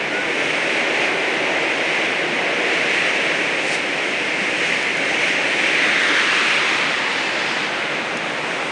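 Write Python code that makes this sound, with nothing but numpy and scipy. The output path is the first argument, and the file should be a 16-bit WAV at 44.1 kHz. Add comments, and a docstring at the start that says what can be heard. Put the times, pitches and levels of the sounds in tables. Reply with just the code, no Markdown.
"""Wind roars in bare trees: a snowstorm, heard from a porch through one small camera microphone.
Gusts rush through a tall evergreen, drive hissing snow and reach a shrub by the railing; one
whistles briefly, and the far storm rumbles underneath. A nearby wall reflects the wind, and its
hollow colour sinks as the camera moves out and turns.
The hand on the camera adds a soft swish, a few ticks and dull bumps."""
import sys
import numpy as np
from scipy import signal
from scipy.fft import rfft, irfft, next_fast_len
from scipy.io import wavfile
from scipy.ndimage import uniform_filter1d, map_coordinates

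SR = 44100
rng = np.random.default_rng(int(sys.argv[2]) if len(sys.argv) > 2 else 0)


def log_audio(samples):
    """Write samples as a 16-bit WAV file to the path given in sys.argv[1]."""
    # one column per channel
    frames = np.atleast_2d(samples).T
    # limit to full scale, then quantise
    limited = np.clip(frames, -1, 1)
    pcm = np.round(limited * 32767).astype(np.int16)
    wavfile.write(sys.argv[1], SR, pcm)


N = 384111


def wind():
    """The wind around the porch: needles, twigs and snow flutter in the same eddies."""
    # the wind between gusts: time_s, level_db
    breeze = [(0, -26), (.55, -22.5), (2.4, -23.5), (3.95, -23.5), (4.9, -22.5), (6.7, -22.3), (7.6, -23),
              (8.15, -26), (8.71, -26)]
    # gusts that swell and ease: peak_s, half_width_s, lift_db
    gusts = [(.8, 0.14, 1), (1.035, 0.058, 2.5), (1.98, 0.18, 2), (2.69, .13, 1), (3, 0.33, 3),
             (4.68, 0.089, 2.1), (5.25, 0.12, 2.1), (5.76, 0.28, 2.5), (6.38, 0.53, 5), (7.5, 0.082, .8)]
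    breeze_db, = curves(breeze)
    gust_db = sum(db * swell(peak_s, width_s) for peak_s, width_s, db in gusts)
    flutter = wobble(rate=14)
    return (bare_trees() + evergreen(breeze_db, gust_db, flutter)
            + shrub(flutter) + blown_snow(breeze_db, gust_db, flutter))


def bare_trees(gain_db=0.84):
    """Thick bare branches roar in the wind."""
    # strength of the roar: time_s, level_db
    roar = [(0.0, -27.5), (0.39, -25.5), (1.5, -24.5), (1.92, -26), (2.74, -25), (4.34, -28.5),
            (6.16, -26.5), (6.43, -27.5), (8.71, -28.5)]
    # spectrum of the branches: frequency_hz, level_db
    branches = [(150, -38.5), (240, -16), (285, -1), (330, 0.5), (390, 0.5), (425, -1.5), (480, 1),
                (580, 1.5), (680, -0.5), (820, -1), (1100, -4), (1600, -5), (3000, -42.5)]
    roar_db, = curves(roar)
    return amp(gain_db + roar_db + 0.38 * wobble(rate=7)) * rush(branches, patchy_db=0.3)


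def evergreen(breeze_db, gust_db, flutter):
    """Air rushes through the thin needles of a tall evergreen, louder in each gust."""
    # spectrum of the needles: frequency_hz, level_db
    needles = [(400, -52), (900, -12.5), (1300, -6), (1700, -1.5), (2100, 1), (2600, -1.64), (3100, -6.5),
               (3800, -11.5), (4800, -20), (6500, -27.5), (10000, -47)]
    return amp(breeze_db + gust_db + 0.3 * flutter) * rush(needles, patchy_db=-0.12)


def blown_snow(breeze_db, gust_db, flutter, gain_db=2.1, db_per_gust_db=1.18):
    """Driven snow hisses, louder the harder it blows and the more snow the air carries."""
    # snow in the air, as hiss relative to the breeze: time_s, level_db
    snow_load = [(0, -21.5), (.48, -18.5), (1.1, -21), (2.4, -21.5), (4.5, -18.2), (5.3, -18.5),
                 (5.8, -21.5), (7.9, -22.5), (8.71, -18)]
    # spectrum of the hiss: frequency_hz, level_db
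    hiss = [(2000, -25), (4000, -8), (5200, 2.5), (6400, 2.5), (7200, -3.5), (8500, -2.5), (9300, -5.5),
            (10000, -15)]
    load_db, = curves(snow_load)
    level_db = gain_db + breeze_db + load_db + db_per_gust_db * gust_db + 0.5 * flutter
    return amp(level_db) * rush(hiss, patchy_db=1.0)


def shrub(flutter):
    """A late gust reaches the twigs of a shrub beside the railing."""
    # the gust in the shrub: time_s, level_db
    rustle = [(5.4, -60), (6.2, -38), (7.55, -34), (7.9, -46), (8.71, -52)]
    # spectrum of the twigs: frequency_hz, level_db
    twigs = [(1500, -25), (3200, -2.5), (4400, 1.5), (5100, -2), (6000, -10.5), (7000, -9.5), (10000, -29)]
    rustle_db, = curves(rustle)
    return amp(rustle_db + 0.27 * flutter) * rush(twigs, patchy_db=0.7)


def whistle(peak_s=0.18, half_width_s=0.049, level_db=-26, pitch_hz=1470, glide_hz_per_s=580):
    """Air sheds vortices at an edge and sings for an instant, wavering and gliding up."""
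    hz = pitch_hz + glide_hz_per_s * (seconds() - peak_s) + 12 * wobble(rate=70)
    level = amp(level_db + wobble(rate=43)) * swell(peak_s, half_width_s)
    return level * unit(np.sin(2 * np.pi * np.cumsum(hz) / SR))


def hand_bumps(t60_s=0.18, press_s=0.0066):
    """Soft knocks of the hand thud through the camera to its microphone."""
    # knocks: start_s, level_db, pitch_hz
    bumps = [(3.761, -21, 476), (4.412, -23, 197), (6.097, -20, 288)]
    t = np.arange(SR // 4) / SR
    push = 1 - np.exp(-t / press_s)  # soft skin takes a moment to press
    track = np.zeros(N)
    for start_s, db, hz in bumps:
        add(track, start_s, amp(db - 60 * t / t60_s) * push * np.sin(2 * np.pi * hz * t))
    return track


def case_ticks(t60_s=0.018):
    """The camera's case ticks in the hand, right at the microphone."""
    # bursts that excite the case: start_s, level_db
    ticks = [(4.828, -22), (4.9711, -24), (8.171, -20)]
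    # response of the case: frequency_hz, gain_db
    case = [(2500, -27), (5000, 2), (5800, -1), (6600, 6), (7600, -6), (10000, -6.5)]
    t = np.arange(SR // 4) / SR
    track = np.zeros(N)
    for start_s, db in ticks:
        add(track, start_s, amp(db - 60 * t / t60_s) * rng.standard_normal(len(t)))
    return coloured(track, case)


def hand_swish(peak_s=3.745, peak_db=-28.5, rise_db_per_s=101, fall_db_per_s=331):
    """The hand slides over the camera: the swish builds, then stops short."""
    # spectrum of the rubbing: frequency_hz, level_db
    rubbing = [(500, -52), (1500, -9), (3500, 9), (6300, 6), (7500, 3), (9200, 3), (10200, -9.5)]
    since_s = seconds() - peak_s
    slide_db = np.minimum(rise_db_per_s * since_s, -fall_db_per_s * since_s)
    return amp(peak_db + slide_db) * unit(coloured(rng.standard_normal(N), rubbing))


def far_storm(level_db=-37.5):
    """The distant storm rumbles steadily from all sides."""
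    # spectrum of the rumble: frequency_hz, level_db
    rumble = [(25, -29.5), (45, -24), (62, -17.5), (82, -18.5), (105, -14), (125, -8.5), (152, 0),
              (190, -1), (235, 1.5), (300, -1.5), (500, -21.5), (1200, -44)]
    return amp(level_db + 0.25 * wobble(rate=2.1)) * rush(rumble, patchy_db=0.7)


def porch(x, leave_s=5.75, wall_ms=0.41, lag_ms_per_s=0.46, fade_s=0.92, dull_hz=3200):
    """The near wall's dull reflection cuts a comb of dips that sinks and fades as the camera moves out."""
    away_s = np.maximum(seconds() - leave_s, 0)
    lag_ms = wall_ms + lag_ms_per_s * away_s
    strength = 0.37 / (1 + (away_s / fade_s) ** 2)
    reflected = filtered(x, lambda hz: 1 / (1 + (hz / dull_hz) ** 4))
    wall = strength * delayed(reflected, lag_ms)
    house_front = amp(-19) * delayed(reflected, ms=12.6)
    return x + wall + house_front


def rush(spectrum, patchy_db):
    """Turbulent noise of rms 1: eddies lift patches of it for a moment."""
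    bands = signal.stft(rng.standard_normal(N), nperseg=512)[2]
    eddies = uniform_filter1d(rng.standard_normal(bands.shape), size=5, axis=0)  # across frequency
    eddies = uniform_filter1d(eddies, size=20, axis=1)  # across time
    noise = signal.istft(bands * amp(patchy_db * unit(eddies)), nperseg=512)[1][:N]
    return unit(coloured(noise, spectrum))


def amp(db):
    """Decibels to gain."""
    return 10 ** (np.asarray(db) / 20)


def unit(x):
    """x at rms 1."""
    return x / np.sqrt(np.mean(x ** 2) + 1e-20)


def seconds():
    """The time of every sample."""
    return np.arange(N) / SR


def swell(peak_s, half_width_s):
    """A bell curve that rises to 1 and falls again."""
    return np.exp(-((seconds() - peak_s) / half_width_s) ** 2)


def curves(rows):
    """One value per sample for each column after the time."""
    time_s, *columns = np.transpose(rows)
    return [np.interp(seconds(), time_s, column) for column in columns]


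def wobble(rate):
    """A smooth random curve, rate knots a second."""
    knots = rng.standard_normal(int(N * rate / SR) + 4)
    return map_coordinates(knots, [np.arange(N) * rate / SR])


def delayed(x, ms):
    """x arriving later by a steady or changing lag."""
    return map_coordinates(x, [np.arange(N) - ms * SR / 1000])


def filtered(x, response):
    """x times a response of frequency."""
    size = next_fast_len(N + SR // 2)
    return irfft(rfft(x, size) * response(np.fft.rfftfreq(size, 1 / SR)), size)[..., :N]


def coloured(x, spectrum):
    """x shaped by (Hz, dB) points on a log axis."""
    points_hz, db = np.transpose(spectrum)
    return filtered(x, lambda hz: amp(np.interp(np.log(hz + 1), np.log(points_hz), db)))


def add(track, start_s, sound):
    """Mix a short sound into the track."""
    part = track[round(start_s * SR):][:len(sound)]
    part += sound[:len(part)]


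def scene():
    """One microphone on the porch feeds both channels."""
    mono = porch(wind()) + far_storm() + whistle() + case_ticks() + hand_swish() + hand_bumps()
    return np.array([mono, mono])


def record(dry, top_hz=10150, edge_hz=150):
    """The camera keeps nothing above its band limit."""
    return filtered(dry, lambda hz: np.clip((top_hz - hz) / edge_hz + 0.5, 0, 1))


dry = scene()
out = record(dry)
log_audio(out)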